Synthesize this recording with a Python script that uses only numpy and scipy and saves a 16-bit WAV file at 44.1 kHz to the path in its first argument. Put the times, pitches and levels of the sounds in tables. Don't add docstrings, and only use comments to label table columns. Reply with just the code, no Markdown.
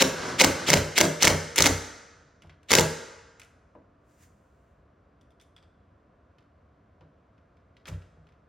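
import sys
import numpy as np
from scipy import signal
from scipy.fft import rfft, irfft, next_fast_len
from scipy.io import wavfile

SR = 44100
rng = np.random.default_rng(int(sys.argv[2]) if len(sys.argv) > 2 else 0)


def wav_record(signal):
    frames = np.transpose(np.atleast_2d(signal))
    bounded = np.clip(frames, -1, 1)
    quanta = np.round(bounded * 32767).astype(np.int16)
    wavfile.write(sys.argv[1], SR, quanta)


N = 373968
T = np.arange(N) / SR

# (time [s], wind-up rasp [dB], anvil clang [dB], bright
# crack [dB], wood knock [dB],
BLOWS = [(0.022, -15.5, -13, -14, -16.5, -4, 5438), (0.399, -31, -21.5, -19.5, -39.5, -14, 3686),
         (0.4126, -16, -12, -15, -17.5, -1.5, 2430), (0.4187, -30.5, -23.5, -17.5, -22.5, -12, 6400),
         (0.4448, -19.5, -10.5, -13, -16.5, -6, 4830), (0.6883, -31, -20, -27.5, -24, -11.5, 3000),
         (0.702, -19, -16.5, -15, -25, -9.5, 5230), (0.7374, -18, -13, -14, -16, 1.5, 4235),
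         (0.9845, -20, -16, -15, -23.5, 2, 6118), (1.011, -17, -11.5, -14, -17.5, -5.5, 6274),
         (1.2301, -22, -17, -14.5, -33, 1, 6250), (1.2511, -13.5, -18.5, -14, -25, -6, 5830),
         (1.2773, -19.5, -16, -17, -25, 1, 5144), (1.5862, -21, -17, -15, -29.5, 2, 5180),
         (1.605, -18.5, -12.5, -18, -22, -14.5, 4800), (1.6225, -30, -26.5, -12.5, -34, -17, 4400),
         (1.6413, -30, -19.5, -24, -37, -13.5, 2500), (1.6646, -12, -15.5, -14.5, -19.5, -0.5, 6000),
         (1.672, -32.5, -21.5, -20.5, -24, -15, 3300), (2.7168, -26.5, -15.5, -16.5, -30, -5, 5420),
         (2.736, -21.5, -10, -13, -20.5, -3.5, 2760), (2.752, -26, -15.5, -13, -24, -16, 5000),
         (2.785, -24.5, -13.5, -17.5, -17.5, -21, 4190), (2.795, -30.5, -24.5, -19.5, -17.5, -9.5, 7000)]
# (time [s], door post [dB], panel [dB], frame knock [dB])
JOLTS = [(0.01, -35, -33, -23.5), (0.434, -29.5, -39, -24.5), (0.702, -43.5, -18, -27.5),
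         (0.756, -23.5, -24, -24.5), (1.001, -31.5, -37, -29.5), (1.04, -43.5, -27.5, -21),
         (1.238, -26.5, -31.5, -31.5), (1.304, -27, -25, -20.5), (1.591, -25, -27, -38.5),
         (1.691, -24.5, -40.5, -27), (2.442, -46.5, -52, -52.5), (2.724, -35, -45, -31.5),
         (2.78, -27.5, -22.5, -21.5), (7.008, -53, -53.5, -52.5), (7.884, -40.5, -39, -44.5),
         (7.916, -30.5, -44, -48.5), (8.172, -52.5, -53, -61)]
# (frequency [Hz], level [dB])
KNOCK_COLOUR = [(100, -23), (200, -5), (290, -1), (380, -5.5), (560, 2), (720, -7), (950, -5),
                (1400, -17.5), (2500, -30.5), (6000, -62.5)]
GRIND_COLOUR = [(100, -15.5), (280, 4.5), (550, 4.5), (750, -7.5), (1400, 1.5), (2200, -3.5), (3200, -5),
                (6500, -7.5), (10000, -17.5), (16000, -20)]
# (frequency [Hz], likeness [1 = the same])
NEAR = [(150, .999), (600, 1), (1300, 0.56), (4500, 0.55), (7000, 0.57), (14000, 0.47)]
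FAR = [(120, 1), (300, 0.99), (640, 0.57), (1400, 0.56), (5000, 1), (12000, .05)]


def amp(db):
    return 10 ** (np.asarray(db) / 20)


def at_hz(points, hz, column=1):
    points = np.array(points)
    return np.interp(np.log(np.maximum(hz, 1)), np.log(points[:, 0]), points[:, column])


def level(rows):
    return amp(np.interp(T, *np.transpose(rows)))


def stereo(mid, side, likeness, hz):
    alike = np.clip(at_hz(likeness, hz), -1, 1)
    return np.sqrt(1 + alike) * mid + np.sqrt(1 - alike) * side * [[1], [-1]]


def noise(colour, likeness):
    size = next_fast_len(N)
    hz = np.arange(size // 2 + 1) * SR / size
    mid, side = rfft(rng.standard_normal((2, size))) * amp(at_hz(colour, hz))
    bass_cut = np.minimum(hz / colour[0][0], 1) ** 2
    out = irfft(bass_cut * stereo(mid, side, likeness, hz), size)[:, :N]
    return out / out.std()


def clicks(times, heights):
    out = np.zeros(N)
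    np.add.at(out, np.clip(np.round(np.asarray(times) * SR).astype(int), 0, N - 1), heights)
    return out


def bursts(times, db, t60, rise):
    fall, swell = amp(-120 / (t60 * SR)), np.exp(-1 / (rise * SR))
    energy = signal.lfilter([1], [1, -fall], clicks(times, amp(db) ** 2) + 1e-20)
    return np.sqrt(signal.lfilter([1 - swell], [1, -swell], energy))


def ring(force, hz, t60):
    fade, step = amp(-60 / (t60 * SR)), 2 * np.pi * hz / SR
    return signal.lfilter([0, np.sin(step)], [1, -2 * fade * np.cos(step), fade * fade], force + 1e-18)


def add(out, at, sound):
    first = max(round(at * SR), 0)
    out[..., first:first + len(sound)] += sound[:N - first]


def air(level_db=-59.5):
    # (frequency [Hz], level [dB])
    air_colour = [(15, -38.5), (25, -14), (80, -3.5), (108, -10), (255, -16), (293, -13.5), (326, -19.5),
                  (695, -17.5), (820, -28.5), (1020, -22.5), (1400, -25), (1800, -32), (16000, -77)]
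    return amp(level_db) * noise(air_colour, FAR)


def hallway(sound, early_db=2.5, early_t60=0.31, gap_s=0.014):
    # (frequency [Hz], fade time [s], level [dB])
    walls = [(59.93, 0.68, -5), (155.86, 0.49, 0.5), (500, 0.85, -3.5), (1000, 1.05, -8.5), (1492, 1.3, -2),
             (2236, 0.98, -12.5), (6000, 0.97, -9.5), (8973, 0.71, -7), (15280, .38, -11)]
    size = 65536
    t, hz = np.arange(size) / SR, np.arange(size // 2 + 1) * SR / size
    centres = np.geomspace(50, 16000, 18)
    mid, side = rfft(rng.standard_normal((2, size)))
    white = stereo(mid, side, FAR, hz) / np.sqrt(2)
    onset, echo = 1 - np.exp(-(t / gap_s) ** 2), 0
    for centre, share in zip(centres, np.eye(len(centres))):
        band = irfft(white * np.interp(np.log(hz + 1), np.log(centres), share), size)
        late, early = (amp(-60 * t / t60) * onset for t60 in (at_hz(walls, centre), early_t60))
        energy = late ** 2 / np.sum(late ** 2) + amp(early_db) ** 2 * early ** 2 / np.sum(early ** 2)
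        echo = echo + band * np.sqrt(energy) * amp(at_hz(walls, centre, column=2))
    return signal.fftconvolve(sound.mean(axis=0, keepdims=True), echo, axes=1)[:, :N]


def microphone_ports(sound, lead_rad=-0.3):
    size = next_fast_len(N)
    turn = np.interp(np.arange(size // 2 + 1) * SR / size, [4600, 6500], [0, lead_rad])
    return irfft(rfft(sound, size) * np.exp(.5j * turn * [[1], [-1]]), size)[:, :N]


def finger_brush():
    # (time [s], level [dB])
    stroke = [(3.95, -110), (4.1, -74), (4.17, -74), (4.235, -60), (4.3, -81.5), (4.7, -86.5), (4.95, -110)]
    # (frequency [Hz], level [dB])
    skin_colour = [(600, -10), (2000, 0.5), (4000, -10.5), (7000, -3), (10000, -11), (15000, -12)]
    return level(stroke) * noise(skin_colour, FAR)


def finger_tap(at=3.751, tap_db=-43, hollow_db=-53):
    hollow = ring(clicks([at], amp(hollow_db)), hz=323, t60=0.16)
    return hollow + bursts([at], [tap_db], t60=0.084, rise=0.00057) * noise(KNOCK_COLOUR, NEAR)


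def rattled(rows, spread_s, loss_db, count=3):
    rows = np.array(rows)
    chance = rng.random((len(rows), count, 2))
    after = np.repeat(rows[:, None], count, axis=1)
    after[..., 0] += spread_s * np.cumsum(0.64 + chance[..., 0], axis=1)
    after[..., 1] -= loss_db * (np.sqrt(np.arange(1, count + 1)) + chance[..., 1])
    return np.vstack([rows, after.reshape(-1, 3)])


def steel_ticks(rows, tones, ring_t60, ring_db, tick_db, snap_db, detune):
    # (frequency [Hz], level [dB])
    tick_colour = [(300, -23), (1200, 2.5), (2200, 6.5), (3300, 2.5), (5500, -6.5), (8000, -23),
                   (15000, -41.5)]
    snap_colour = [(3000, -24.5), (6000, 1.5), (8000, -3.5), (11000, -6), (15500, -19.5)]
    times, db, treble = np.transpose(rows)
    out = amp(tick_db) * bursts(times, db, t60=0.058, rise=0.00015) * noise(tick_colour, NEAR)
    out += amp(snap_db) * bursts(times, db + treble, t60=0.03446, rise=0.00022) * noise(snap_colour, NEAR)
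    t = T[:SR // 5]
    fade = amp(-60 * t / ring_t60)
    for at, touch_db, (grip, *chance) in zip(times, db, rng.standard_normal((len(db), len(tones) + 1))):
        tone = sum(amp(tone_db + 2 * luck) * np.sin(2 * np.pi * hz * (1 + detune * grip) * t)
                   for (hz, tone_db), luck in zip(tones, chance))
        add(out, at, amp(touch_db + ring_db) * fade * tone)
    return out


def loose_screws():
    # (time [s], level [dB], extra treble [dB])
    clinks = [(5.2116, -58.5, -9), (5.306, -62, -9), (5.3991, -51, -16), (5.4125, -53, -3),
              (5.5643, -46, -23), (5.6266, -53, -26)]
    # (frequency [Hz], level [dB])
    screw_tones = [(3380, 5), (4870, -3.5), (5566, -10), (8000, -12)]
    return steel_ticks(rattled(clinks, spread_s=0.0056, loss_db=5.0), screw_tones,
                       ring_t60=0.021, ring_db=-8.0, tick_db=-9.0, snap_db=-5.0, detune=0.032)


def bit_ticks():
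    # (time [s], level [dB], extra treble [dB])
    touches = [(1.5595, -20.5, 4), (2.4209, -44, -13.5), (2.4957, -42.5, -34), (2.6309, -54, -9),
               (3.3972, -40, -2.5), (3.4161, -40.5, -14), (6.3844, -53, -19), (7.0085, -56, -37),
               (7.3794, -62.5, -30), (7.5694, -61, -22), (7.7677, -49.5, -24.5), (7.8555, -37, -21.5),
               (7.8795, -34, -15.5), (8.0202, -51.5, -19), (8.2694, -57, -21), (8.289, -58, -19.5),
               (8.322, -61, -19)]
    # (frequency [Hz], level [dB])
    bit_tones = [(1400, -1), (2050, 1), (2490, 0), (2900, -2)]
    return steel_ticks(rattled(touches, spread_s=0.015, loss_db=7.5), bit_tones,
                       ring_t60=0.025, ring_db=-11.5, tick_db=-7.0, snap_db=-6.0, detune=0.064)


def bit_skid(start=7.86, end=7.908, skid_db=-40.5, wood_db=-8.0, count=16):
    times = np.linspace(start, end, count) + rng.normal(0, 0.0011, count)
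    force_db = rng.normal(0, 2.9, count) + 20 * np.log10(np.hanning(count + 2)[1:-1])
    scrape = noise(GRIND_COLOUR, NEAR) + amp(wood_db) * noise(KNOCK_COLOUR, NEAR)
    return bursts(times, skid_db + force_db, t60=0.012, rise=0.00015) * scrape


def door_boom(push_s=0.0058, detune=0.016):
    # (frequency [Hz], level [dB], fade [s])
    post_tones = [(61.02, -1, 0.31), (91, 0.5, 0.37)]
    panel_tones = [(158, 2.5, 0.34)]
    frame_tones = [(182.8, -8, 0.27), (310.2, -10.5, .15), (392, -22.5, 0.34), (472, -19, 1.3),
                   (588, -17, .55), (1550, -35, 1.1)]
    times, *forces = np.transpose(JOLTS)
    out, t = np.zeros(N), T[:SR]
    swell = 1 - np.exp(-t / push_s)
    for tones, force in zip((post_tones, panel_tones, frame_tones), forces):
        for at, force_db, shifts in zip(times, force, rng.standard_normal((len(times), len(tones)))):
            boom = sum(amp(db - 60 * t / t60) * np.sin(2 * np.pi * hz * (1 + detune * shift) * t)
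                       for (hz, db, t60), shift in zip(tones, shifts))
            add(out, at, amp(force_db) * swell * boom)
    return out


def wood_thuds():
    times, _, _, knock_db = np.transpose(JOLTS)
    return bursts(times, knock_db, t60=0.11, rise=0.0009) * noise(KNOCK_COLOUR, NEAR)


def grinding_hum():
    # (time [s], level [dB])
    hum_levels = [(0, -31.5), (.12, -37.5), (.29, -32), (.39, -41.5), (.63, -36.5), (.85, -48.5),
                  (1.95, -60), (2.35, -86.5)]
    # (frequency [Hz], level [dB])
    hum_colour = [(60, -7), (150, -5), (470, -1.5), (750, -6), (1550, -5), (2600, -14.5), (6000, -15),
                  (9000, -27), (15000, -44.5)]
    return level(hum_levels) * noise(hum_colour, FAR)


def motor(spin_up_s=0.02, spin_up_db=20, start_hz=2600, top_hz=4100, gear_db=-5, coast_t60=0.022,
          chatter_db=4.5, load_db_per_s=260, rest_after_s=0.01, rest_half_s=0.0032, rest_db=-14.5):
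    # (start [s], release [s], whir [dB], grinding [dB])
    pulls = [(-0.01, 0.019, -20, -21), (0.384, 0.415, -17.5, -25), (0.661, 0.784, -25, -28.5),
             (0.953, 1.064, -24, -31.5), (1.201, 1.312, -26, -24), (1.565, 1.684, -27, -27),
             (2.686, 2.815, -30.5, -24.5)]
    # (frequency [Hz], level [dB])
    whir_colour = [(250, -11), (900, -14.5), (1500, -10.5), (2100, 2), (3700, -3.5), (5000, -6.5),
                   (7000, -9), (10000, -20.5), (16000, -28.5)]
    whir, grind, gear_hz = np.zeros((3, N))
    for start, release, whir_db, grind_db in pulls:
        engage = start + spin_up_s
        speed = 1 - np.clip(1 - (T - start) / spin_up_s, 0, 1) ** 2
        coast = amp(-60 * np.clip((T - release) / coast_t60, 0, 3))
        load_db = load_db_per_s * np.clip(T - engage, 0, 1)
        whir += (T >= start) * amp(whir_db - spin_up_db * (1 - speed) - load_db) * coast
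        grind += (T >= engage) * amp(grind_db) * coast
        gear_hz = np.where(T >= start, start_hz + (top_hz - start_hz) * speed, gear_hz)
    for at, *_ in BLOWS:
        grind[np.abs(T - at - rest_after_s) < rest_half_s] *= amp(rest_db)
    wobble, slip = [np.interp(T, np.arange(4000) / 400, row) for row in rng.standard_normal((2, 4000))]
    gear_tone = np.sin(2 * np.pi * np.cumsum(gear_hz * (1 + 0.073 * wobble)) / SR)
    whirring = whir * (noise(whir_colour, NEAR) + amp(gear_db) * gear_tone)
    return whirring + grind * amp(chatter_db * slip - 1) * noise(GRIND_COLOUR, NEAR)


def hammer_contacts():
    # (delay [s], clang [dB], crack [dB], knock [dB])
    offsets = [(-0.0054, 2, -0.5, -4), (0, 3, 2.5, 1), (0.0043, -10, -6.5, -10)]
    times, _, clang, crack, knock, catch_db, _ = np.transpose(BLOWS)
    catch, slam, bounce = (np.column_stack([times, clang, crack, knock]) + row for row in offsets)
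    catch[:, 1:] += catch_db[:, None]
    return np.vstack([catch, slam, bounce])


def hammer(clang_db=-0.5, crack_db=4.5, spike_db=16.0, anvil_db=4.5, bit_db=7.5, knock_db=3.0):
    # (frequency [Hz], width [Hz], level [dB])
    anvil_tones = [(910.5, 80, -14), (2170, 170, -3), (2900, 390, -5.5)]
    # (frequency [Hz], level [dB])
    clang_colour = [(400, -28), (1400, -7.5), (2200, 2), (3000, -1.5), (3900, -2), (5000, -23.5),
                    (9000, -41.5)]
    crack_colour = [(2000, -18), (3500, -5.5), (4500, 2.5), (6500, 3), (8000, -5), (10500, -12.5),
                    (15500, -15)]
    slam_times, rasp, _, slam_crack, _, _, bit_hz = np.transpose(BLOWS)
    wind_up = bursts(T[-1] - slam_times + .0025, rasp, t60=0.049, rise=0.001)[::-1]
    out = wind_up * (noise(GRIND_COLOUR, NEAR) + noise(clang_colour, NEAR)) / np.sqrt(2)
    times, clang, crack, knock = hammer_contacts().T
    out += amp(clang_db) * bursts(times, clang, t60=0.0097, rise=.0006) * noise(clang_colour, NEAR)
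    out += amp(crack_db) * bursts(times, crack, t60=0.011, rise=0.0003) * noise(crack_colour, NEAR)
    treble_band = signal.butter(1, [2500, 9500], "band", fs=SR, output="sos")
    out += signal.sosfilt(treble_band, clicks(times + .0005, amp(crack + spike_db)))
    for hz, width, db in anvil_tones:
        strength = amp(clang + db + anvil_db + 2.8 * rng.standard_normal(len(times)))
        strikes = clicks(times + rng.uniform(0, .001, len(times)), strength)
        out += ring(strikes, hz, t60=np.log(1000) / (np.pi * width))
    one_click = T[:SR // 20] == 0
    for at, db, hz in zip(slam_times, slam_crack, bit_hz):
        add(out, at + .001, ring(one_click, hz, t60=.006) * amp(db + bit_db))
    return out + amp(knock_db) * bursts(times, knock, t60=0.038, rise=0.00054) * noise(KNOCK_COLOUR, NEAR)


def scene():
    driver = motor() + hammer() + wood_thuds() + grinding_hum()
    hands = bit_ticks() + loose_screws() + finger_tap() + bit_skid() + finger_brush()
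    boom = door_boom()
    echo = hallway(amp(-3.5) * driver + amp(-2.5) * hands + amp(-10.5) * boom)
    return microphone_ports(driver + hands) + boom + echo + air()


def record(dry, bass_cut_hz=52, top_cut_hz=16200):
    # (frequency [Hz], gain of left minus right [dB])
    widths = [(1500, 0.5), (1900, -19.5), (2400, -22), (4700, -21), (5500, 4)]
    size = next_fast_len(N)
    width = amp(at_hz(widths, np.arange(size // 2 + 1) * SR / size))
    side = irfft(rfft((dry[0] - dry[1]) / 2, size) * width, size)[:N]
    bass_cut = signal.butter(3, bass_cut_hz, "high", fs=SR, output="sos")
    top_cut = signal.ellip(10, .2, 80, top_cut_hz, fs=SR, output="sos")
    left_right = signal.sosfilt(bass_cut, dry.mean(axis=0) + side * [[1], [-1]])
    return signal.sosfilt(top_cut, .92 * np.tanh(left_right))


dry = scene()
out = record(dry)
wav_record(out)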